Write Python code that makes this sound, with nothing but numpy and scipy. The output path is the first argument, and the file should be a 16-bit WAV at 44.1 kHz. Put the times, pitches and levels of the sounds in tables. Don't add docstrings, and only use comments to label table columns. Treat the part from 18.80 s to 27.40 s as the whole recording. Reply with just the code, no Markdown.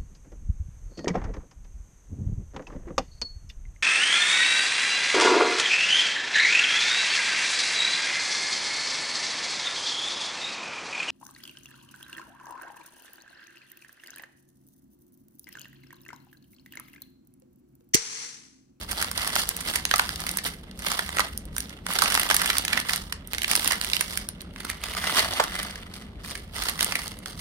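import sys
import numpy as np
from scipy import signal
from scipy.io import wavfile
from scipy.ndimage import uniform_filter1d

SR = 44100
rng = np.random.default_rng(int(sys.argv[2]) if len(sys.argv) > 2 else 0)


def unload_audio(sound):
    columns = np.transpose(np.atleast_2d(sound))
    steps = np.round(np.clip(columns, -1, 1) * 32767)
    wavfile.write(sys.argv[1], SR, steps.astype(np.int16))


N = 379436

# frequency_hz, density_db (per Hz)
KITCHEN_SPECTRUM = [(18, -34), (30, 11), (45, 9), (90, 4.5), (125, -7.5), (178, 5.5), (280, -6.5),
                    (370, -8.5), (520, -12), (1300, -27.5), (3900, -36), (9000, -47), (16000, -70)]
# frequency_hz, correlation (0 to 1)
PORT_LIKENESS = [(60, 0.98), (250, 0.98), (1000, 0.25), (4000, .2)]
# frequency_hz, t60_s
ROOM_DECAY = [(500, 0.19), (2000, 0.28), (8000, 0.18), (15000, 0.024)]
# time_s, left_lag_samples (left port later)
LEFT_LAG_SAMPLES = [(0, 7), (5.6, 7), (6.4, -6), (7.45, -6), (7.6, 7), (8.6, 3)]
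# time_s, side_db
SIDE_BALANCE = [(0, -7.5), (5.2, -12.5), (6.2, -7), (7.45, -5), (7.7, -9.5), (8.6, -8.5)]
# time_s, hidden (0 to 1)
FOREARM_COVER = [(5.75, 0), (6.1, 1), (7.4, 1), (8.2, 0)]
RESTING_LEVELS = [
    [-69],
    [-61],
]
# start_s, length_s, first_db, last_db (crackle), flex_db (larger panels re crackle)
SHEET_PULLS = [(0, 0.066, -38, -50.5, -5), (0.107, 0.13, -37, -35, -4), (0.367, 0.13, -39, -36, -3.5),
               (0.577, 0.11, -26.5, -45, -8), (0.702, 0.17, -42, -43, -4), (0.875, 0.072, -30.5, -35.5, -5),
               (1.1, 0.23, -40, -40.5, -5), (1.41, 0.16, -36.5, -46, -3.5), (1.677, 0.0085, -23, -40.5, -6),
               (1.98, 0.058, -49.5, -55, -10), (2.063, 0.24, -31.5, -44.5, -5),
               (2.327, 0.069, -45.5, -37.5, -2), (2.506, 0.069, -50, -57, -5),
               (2.765, 0.069, -40.5, -47, -7), (2.875, 0.062, -68, -57, 3), (3.097, 0.68, -34, -34, -3),
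               (3.822, 0.15, -51.5, -36.5, 1), (4.095, 0.041, -33.5, -33.5, -8),
               (4.52, 0.16, -46.5, -45, -6.5), (4.695, 0.18, -32, -31.5, -6.5),
               (4.868, 0.027, -33, -30, -2.5), (5.024, 0.34, -37.5, -41, -8),
               (5.74, 0.16, -57, -43.5, -2.5), (6.041, 0.35, -41.5, -30, -4),
               (6.371, 0.036, -23.5, -29.5, -3.5), (6.442, .4, -38, -41.5, -1.5), (6.91, .2, -50.5, -60, 0),
               (7.118, 0.031, -65, -46.5, -6), (7.461, 0.17, -37, -55, -8.5), (7.752, 0.11, -39, -32, -5),
               (7.984, 0.26, -37, -38.5, -4.5), (8.477, 0.095, -41.5, -60, -10),
               (8.588, .02, -44, -46, -13)]
# frequency_hz, density_db (per Hz)
FLEX_SPECTRUM = [(150, -36.5), (250, 3.5), (530, -9), (920, -1), (1620, 1), (2380, 1), (3500, 4),
                 (4550, -2), (7700, -120)]
# frequency_hz, density_db (per Hz)
CRACK_SPECTRUM = [(1470, -11), (2500, -22.5), (2770, 0), (3920, 0.5), (4550, 2), (7590, -7), (8940, 4),
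                  (10700, 1.5), (12200, -0.5), (15200, -1.5), (16000, -6.5)]
# peak_s, crack_db, crack_hz, pop_db, pop_hz, length_ms
CREASE_SNAPS = [(0.1138, -25, 7640, -28, 1700, 4.6), (0.215, -25, 6570, -24, 1500, 4.2),
                (0.226, -20.0, 6560, -19.5, 1530, 2.2), (0.3144, -21.5, 7360, -27, 1140, 1.06),
                (0.377, -19, 4400, -28, 1450, 1.8), (0.4187, -25, 4850, -38, 1960, 1.4),
                (0.4739, -23.5, 7450, -26, 1800, 3.2), (0.5556, -15, 5360, -24.0, 1500, 1.4),
                (0.5626, -32, 5810, -11.5, 1480, 1.15), (0.618, -24, 3860, -36.0, 1360, 3.4),
                (0.6907, -11, 9200, -25, 2190, 0.75), (0.7665, -23, 8700, -31.5, 2490, 1.2),
                (0.8082, -28, 6530, -34, 2110, 4), (0.9573, -19.0, 7060, -18.5, 1720, 3.2),
                (1.053, -13.5, 3700, -15.5, 2390, 0.93), (1.1127, -15.5, 3040, -11.5, 1590, 1.4),
                (1.1396, -19, 3380, -7, 1160, 1.5), (1.1597, -19, 6000, -26, 2550, 2.4),
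                (1.1819, -19, 9450, -43, 1440, 0.88), (1.1955, -17, 4100, -7, 1490, 1.57),
                (1.292, -22, 5100, -23, 1830, 1.1), (1.359, -27, 4340, -40, 2230, 1.4),
                (1.4042, -25.5, 8600, -47, 1890, 0.99), (1.4671, -22, 7780, -22, 1940, 0.87),
                (1.4917, -21, 4500, -26, 1930, 1.3), (1.5135, -25, 8900, -50, 1280, 1.7),
                (1.572, -16, 10880, -29, 970, 1.24), (1.5866, -26.5, 4630, -23.5, 1940, 2.7),
                (1.6416, -26.5, 8940, -36, 1780, 1.2), (1.9127, -39, 3340, -49, 1450, 1.2),
                (1.992, -36, 6600, -40, 2140, 3.4), (2.0218, -34, 6950, -33, 1760, 1.6),
                (2.1173, -19.5, 4610, -18.5, 1500, 1.1), (2.1922, -22.5, 5330, -13.5, 1300, 1.37),
                (2.2915, -32.5, 8210, -23.5, 1550, 1.3), (2.37, -27, 5450, -20.5, 1330, 1.6),
                (2.3859, -23, 4210, -11.5, 1470, 0.87), (2.3952, -22, 6550, -12, 1040, 2.3),
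                (2.404, -20.5, 3430, -15.5, 1740, 2.5), (2.5764, -21.5, 10900, -42, 1580, 0.8),
                (2.6543, -39.0, 8380, -51.5, 1050, 1.3), (2.7657, -25, 7310, -26.5, 1430, 1.4),
                (2.7817, -19, 9230, -26, 1610, 1.4), (2.8044, -21.5, 6650, -33, 2000, 1.2),
                (2.8953, -32.5, 3630, -44, 2220, 0.97), (3.066, -23.5, 6070, -22, 1540, 1.3),
                (3.1052, -38, 5650, -26, 1190, 3.8), (3.1357, -23, 8500, -29, 1540, 1.7),
                (3.1883, -15.5, 4760, -18, 1530, 2.4), (3.2216, -16.5, 5900, -12.5, 1150, 3.8),
                (3.2383, -19, 6980, -34, 2070, 1.2), (3.2455, -21, 5150, -31, 1890, 1.4),
                (3.2587, -34, 4950, -15, 1290, 1.5), (3.2785, -23, 3570, -27, 1370, 1.4),
                (3.302, -21, 5500, -25, 1730, 1.4), (3.3218, -21.0, 5080, -19, 1700, 2.1),
                (3.3434, -18.5, 8740, -37, 1860, 2.2), (3.3514, -12.5, 5030, -12, 1590, 0.99),
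                (3.362, -26, 4820, -24.5, 2240, 1.6), (3.376, -25, 6300, -13, 1350, 1.5),
                (3.397, -17.5, 8700, -18.5, 1900, 2.2), (3.4328, -22.0, 6260, -19, 1720, 1.4),
                (3.501, -17.5, 4150, -13.5, 1370, 1.7), (3.5114, -16, 5800, -9, 1670, 1.1),
                (3.5443, -15.5, 8200, -21, 1480, 2.6), (3.5655, -11.5, 8100, -23, 1770, 1.3),
                (3.6175, -22.5, 7370, -18.5, 1326, 2.6), (3.6594, -20.5, 6200, -18, 2040, 1.9),
                (3.7017, -19.5, 3740, -12, 1800, 2.0), (3.7688, -22.5, 3980, -23.5, 1930, 2.3),
                (3.7832, -9, 8600, -24, 1930, 0.65), (3.851, -21.5, 5720, -23.5, 1910, 2.4),
                (3.8806, -24, 3050, -18.5, 2690, 1.9), (3.9315, -24, 4490, -15, 2160, 3.3),
                (3.9753, -22.5, 3660, -13.5, 1710, 1.7), (4.0009, -22.5, 5550, -30, 1920, 1.9),
                (4.0941, -27, 4710, -18, 1990, 2.2), (4.1339, -18.5, 4770, -21, 1960, 1.8),
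                (4.1604, -21, 8620, -25, 1730, 1.6), (4.325, -26, 6240, -21.5, 1810, 1.76),
                (4.4741, -31.5, 11200, -51, 1560, 0.86), (4.5338, -20.5, 8680, -18.5, 1810, 0.68),
                (4.5399, -30, 4600, -25, 1840, 1.3), (4.5478, -26, 3570, -26, 1740, 1.5),
                (4.5831, -24.5, 5020, -23.0, 2020, 1.8), (4.619, -24, 3040, -19, 2680, 1),
                (4.6328, -24.0, 7110, -25.0, 1750, 1.6), (4.6447, -44, 2900, -16, 2470, 2.3),
                (4.6797, -24.0, 8800, -24, 2180, 1.1), (4.7017, -24, 3850, -28.0, 2350, 1.1),
                (4.7141, -14.5, 6400, -15, 2200, 1.7), (4.7328, -23, 5690, -21.5, 1900, 1.2),
                (4.7536, -12.5, 6300, -18, 2310, 1.5), (4.7627, -13.0, 8560, -21, 1730, 0.69),
                (4.8456, -16, 9490, -34, 2430, 0.68), (4.876, -14.5, 8600, -18, 2330, 1.7),
                (4.9115, -32, 3960, -11, 2050, 0.53), (4.9214, -18.5, 6140, -17, 1990, 1.6),
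                (5.0138, -14.5, 4400, -19, 2140, 0.47), (5.0466, -25, 7000, -22.5, 2200, 1.6),
                (5.1, -26, 4130, -26, 2640, 1.2), (5.1337, -15.5, 3020, -16, 2450, 1.54),
                (5.1464, -26, 4400, -28, 2490, 1.4), (5.1665, -18.5, 3450, -16.5, 2410, 1.1),
                (5.2097, -16.5, 8900, -16.5, 1880, 1.9), (5.333, -36, 5190, -31.5, 2100, 1.4),
                (5.3744, -20.5, 8930, -21.5, 2200, 1.8), (5.4886, -22, 8600, -33.5, 1510, 0.95),
                (5.6076, -37.5, 4160, -38, 2630, 2.4), (5.617, -35, 8200, -47, 1610, 1.6),
                (5.761, -53, 4190, -30.5, 1780, 1.5), (5.8039, -37.5, 6380, -32.5, 1840, 3.2),
                (5.8498, -29.5, 7890, -28.5, 1310, 1.8), (5.9001, -22.5, 7230, -22.5, 1650, 1.4),
                (6.0383, -25.5, 6230, -25.5, 1870, 2.0), (6.2403, -33, 6760, -20, 1430, 1.2),
                (6.2717, -45, 3680, -31, 2060, 2.6), (6.2957, -35, 3700, -18, 1190, 1.4),
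                (6.3936, -16.5, 3400, -19, 2000, 3.5), (6.4583, -36, 3280, -27.5, 740, 2.8),
                (6.536, -27, 4150, -35, 770, 5.8), (6.601, -30.0, 5250, -12, 860, 6.9),
                (6.6385, -23.5, 6330, -21.5, 1100, 1.9), (6.7533, -31.5, 5830, -41, 1660, 2),
                (6.7912, -28, 4460, -35, 1480, 2.2), (6.8306, -27, 7550, -35, 1740, 2.3),
                (6.9095, -34, 4190, -39, 1720, 2.1), (6.9577, -37, 3750, -31.5, 1630, 2.9),
                (7.1403, -37.5, 4550, -41, 1950, 4.1), (7.4475, -47, 3680, -30, 1810, 1.3),
                (7.5038, -31, 5430, -42, 1150, 1.6), (7.554, -31.5, 5140, -29, 1870, 2.9),
                (7.8221, -28.0, 4050, -29, 1800, 3.7), (7.8367, -25, 7140, -30.0, 2090, 1.5),
                (7.886, -21.5, 4310, -21, 2170, 1.6), (7.8959, -20.5, 9140, -24, 2460, 1.4),
                (7.9927, -31, 3320, -24, 2260, 1.9), (8.0083, -14.0, 5650, -11, 2620, 0.99),
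                (8.0284, -16.5, 7760, -23.5, 1780, 2.3), (8.0455, -14.0, 8660, -35, 2100, 0.68),
                (8.1226, -29, 6100, -19, 2190, 1.4), (8.1549, -23.5, 8450, -16, 2190, 1.7),
                (8.2792, -26, 5570, -43, 1400, 1.3), (8.3892, -36.5, 8240, -66, 1300, 1.3),
                (8.4596, -29, 4200, -30.5, 1130, 2.0), (8.4841, -45, 7760, -49, 1360, 1.6)]

KITCHEN_DB, TAIL_DB = -42, -10
GRIP_DB_PER_S, SETTLE_DB_PER_S = 532, 146
LEAD = 512
RUMBLE_HZ, EDGE_HZ = 36, 16100


def gain_of(db):
    return 10 ** (np.asarray(db) / 20)


def evened(x):
    return x / np.sqrt(np.mean(x ** 2) + 1e-20)


def read(points, hz):
    f, value = np.transpose(points)
    return np.interp(np.log(hz + 1), np.log(f + 1), value)


def coloured(x, points):
    hz = abs(np.fft.fftfreq(4096, 1 / SR))
    log_gain = np.log(gain_of(np.maximum(read(points, hz), -80)))
    response = np.exp(np.conj(signal.hilbert(log_gain)))
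    taps = np.fft.ifft(response).real[:2048]
    return signal.oaconvolve(x, taps[None] / np.linalg.norm(taps), axes=1)[:, :N]


def ring(x, hz, damping):
    radius = np.exp(-np.pi * damping * hz / SR)
    poles = [1, -2 * radius * np.cos(2 * np.pi * hz / SR), radius * radius]
    y = signal.lfilter([1, 0, -1], poles, x)
    return y / np.linalg.norm(y[1])


def burst(noise, rise_s, decay_s, same):
    t = (np.arange(noise.shape[1]) - LEAD) / SR
    same = np.clip(same, 0, 1)
    left = same * noise[1] + np.sqrt(1 - same ** 2) * noise[0]
    envelope = np.exp(np.minimum(t / rise_s, -t / decay_s))
    return np.array([left, noise[1]]) * envelope * signal.windows.tukey(len(t), .3)


def kitchen():
    frames, hz = N // 512 + 5, np.fft.rfftfreq(2048, 1 / SR)
    a, b, c, d, patches = rng.standard_normal((frames, 1025, 5)).T
    patches = evened(uniform_filter1d(uniform_filter1d(patches, 5, 0), 8, 1))
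    same = np.clip(read(PORT_LIKENESS, hz), -1, 1)[:, None]
    left = a + 1j * b
    right = same * left + np.sqrt(1 - same ** 2) * (c + 1j * d)
    spectrum_db = read(KITCHEN_SPECTRUM, hz)[:, None] + 2.0 * patches
    z = np.array([left, right]) * gain_of(spectrum_db)
    noise = signal.istft(z, nperseg=2048, noverlap=1536)[1][:, :N]
    return gain_of(KITCHEN_DB) * evened(noise)


def room(x, count=3):
    starts, out = np.arange(200, SR // 2 - 20, 20), np.zeros((2, N))
    for k in range(count):
        taps = np.zeros((2, SR // 2))
        at = starts + rng.integers(0, 20, (2, len(starts)))
        np.put_along_axis(taps, at, rng.choice([-1., 1.], at.shape), 1)
        hz, t, z = signal.stft(taps, SR, nperseg=256)
        decay = gain_of(-60 * t / read(ROOM_DECAY, hz)[:, None])
        tail = signal.istft(z * decay, SR, nperseg=256)[1]
        share = np.sqrt(2 / count) * np.cos(np.pi * (9 * np.arange(N) / SR + k / count))
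        source = (share * x.mean(0))[None]
        out += signal.fftconvolve(source, tail / np.linalg.norm(tail[0]), axes=1)[:, :N]
    return out


def placed(paper, shading):
    t = np.arange(N) / SR
    pan_db = shading * np.interp(t, *np.transpose(SIDE_BALANCE))
    lag = np.round(np.interp(t, *np.transpose(LEFT_LAG_SAMPLES))).astype(int)
    heard = np.clip(np.arange(N) - lag, 0, N - 1)
    return np.array([paper[0, heard] * gain_of(pan_db / 2), paper[1] * gain_of(-pan_db / 2)])


def screened(treble, depth=0.14, hz=6000):
    hidden = depth * np.interp(np.arange(N) / SR, *np.transpose(FOREARM_COVER))
    top = signal.sosfiltfilt(signal.butter(2, hz, "high", fs=SR, output="sos"), treble)
    return treble - np.clip(hidden, 0, 1) * top


def handling():
    t, power = np.arange(0, N, 128) / SR, gain_of(RESTING_LEVELS) ** 2
    for start, length, first_db, last_db, flex_db in SHEET_PULLS:
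        end = start + length
        db = np.interp(t, [start, end], [first_db, last_db])
        db -= GRIP_DB_PER_S * np.maximum(start - t, 0)
        db -= SETTLE_DB_PER_S * np.maximum(t - end, 0)
        power = power + gain_of([db, db + flex_db]) ** 2
    return [np.interp(np.arange(N) / SR, t, np.sqrt(p)) for p in power]


def crackle(per_s=600, spread_db=4.0, clump=.7, hiss=0.47, count=11):
    busy = np.exp(clump * evened(uniform_filter1d(rng.standard_normal(N), 500)))
    size = gain_of(spread_db * np.minimum(rng.exponential(1, N), 3))
    size *= rng.random(N) < per_s * busy / busy.mean() / SR
    kind = rng.integers(0, count, N)
    fine, flex = np.zeros((2, 2, N))
    for k in range(count):
        train, small = (size * (kind == k))[None], k / count
        crack = burst(rng.standard_normal((2, 768)), 0.00025, 0.0007, 0.083)
        crack = ring(crack, 3000 * 3.3 ** small, 0.5)
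        pop = burst(rng.standard_normal((2, 1024)), 0.0013, 0.0028, 0.67)
        pop = ring(pop, 500 * 6.55 ** small, 0.33)
        fine += signal.oaconvolve(train, crack, axes=1)[:, :N]
        flex += signal.oaconvolve(train, pop, axes=1)[:, :N]
    slide = hiss * rng.standard_normal((2, 2, N))
    fine_gain, flex_gain = handling()
    fine = fine_gain * coloured(evened(fine) + slide[0], CRACK_SPECTRUM)
    return fine, flex_gain * coloured(evened(flex) + slide[1], FLEX_SPECTRUM)


def snaps():
    cracks, pops = np.zeros((2, 2, N + 2048))
    noise = rng.standard_normal((len(CREASE_SNAPS), 5, 2048))
    for (s, crack_db, crack_hz, pop_db, pop_hz, ms), z in zip(CREASE_SNAPS, noise):
        at = slice(round(s * SR), round(s * SR) + 2048)
        length_s = ms / 1000
        jerks = gain_of(6.0 * np.tanh(ms / 6) * evened(uniform_filter1d(z[4], 40)))
        size = np.sqrt(length_s * SR)
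        crack = burst(z[:2], 0.38 * length_s, 1.11 * length_s, 0.028) * jerks
        cracks[:, at] += gain_of(crack_db) * size * ring(crack, crack_hz, 1.0)
        shake = burst(z[2:4], 0.37 * length_s, 1.11 * length_s, 0.69) * jerks
        pops[:, at] += gain_of(pop_db) * size * ring(shake, pop_hz, 0.47)
    return coloured(cracks[:, LEAD:], CRACK_SPECTRUM), pops[:, LEAD:N + LEAD]


def scene():
    cracks, pops = snaps()
    fine, flex = crackle()
    paper = placed(screened(cracks + fine), 0.57) + placed(pops + flex, 0.49)
    return paper + gain_of(TAIL_DB) * room(paper) + kitchen()


def record(dry):
    high_pass = signal.butter(3, RUMBLE_HZ, "high", fs=SR, output="sos")
    clipped = np.tanh(signal.sosfilt(high_pass, dry))
    low_pass = signal.firwin(255, EDGE_HZ, window=("kaiser", 9), fs=SR)
    return signal.oaconvolve(clipped, low_pass[None], "same")


dry = scene()
out = record(dry)
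unload_audio(out)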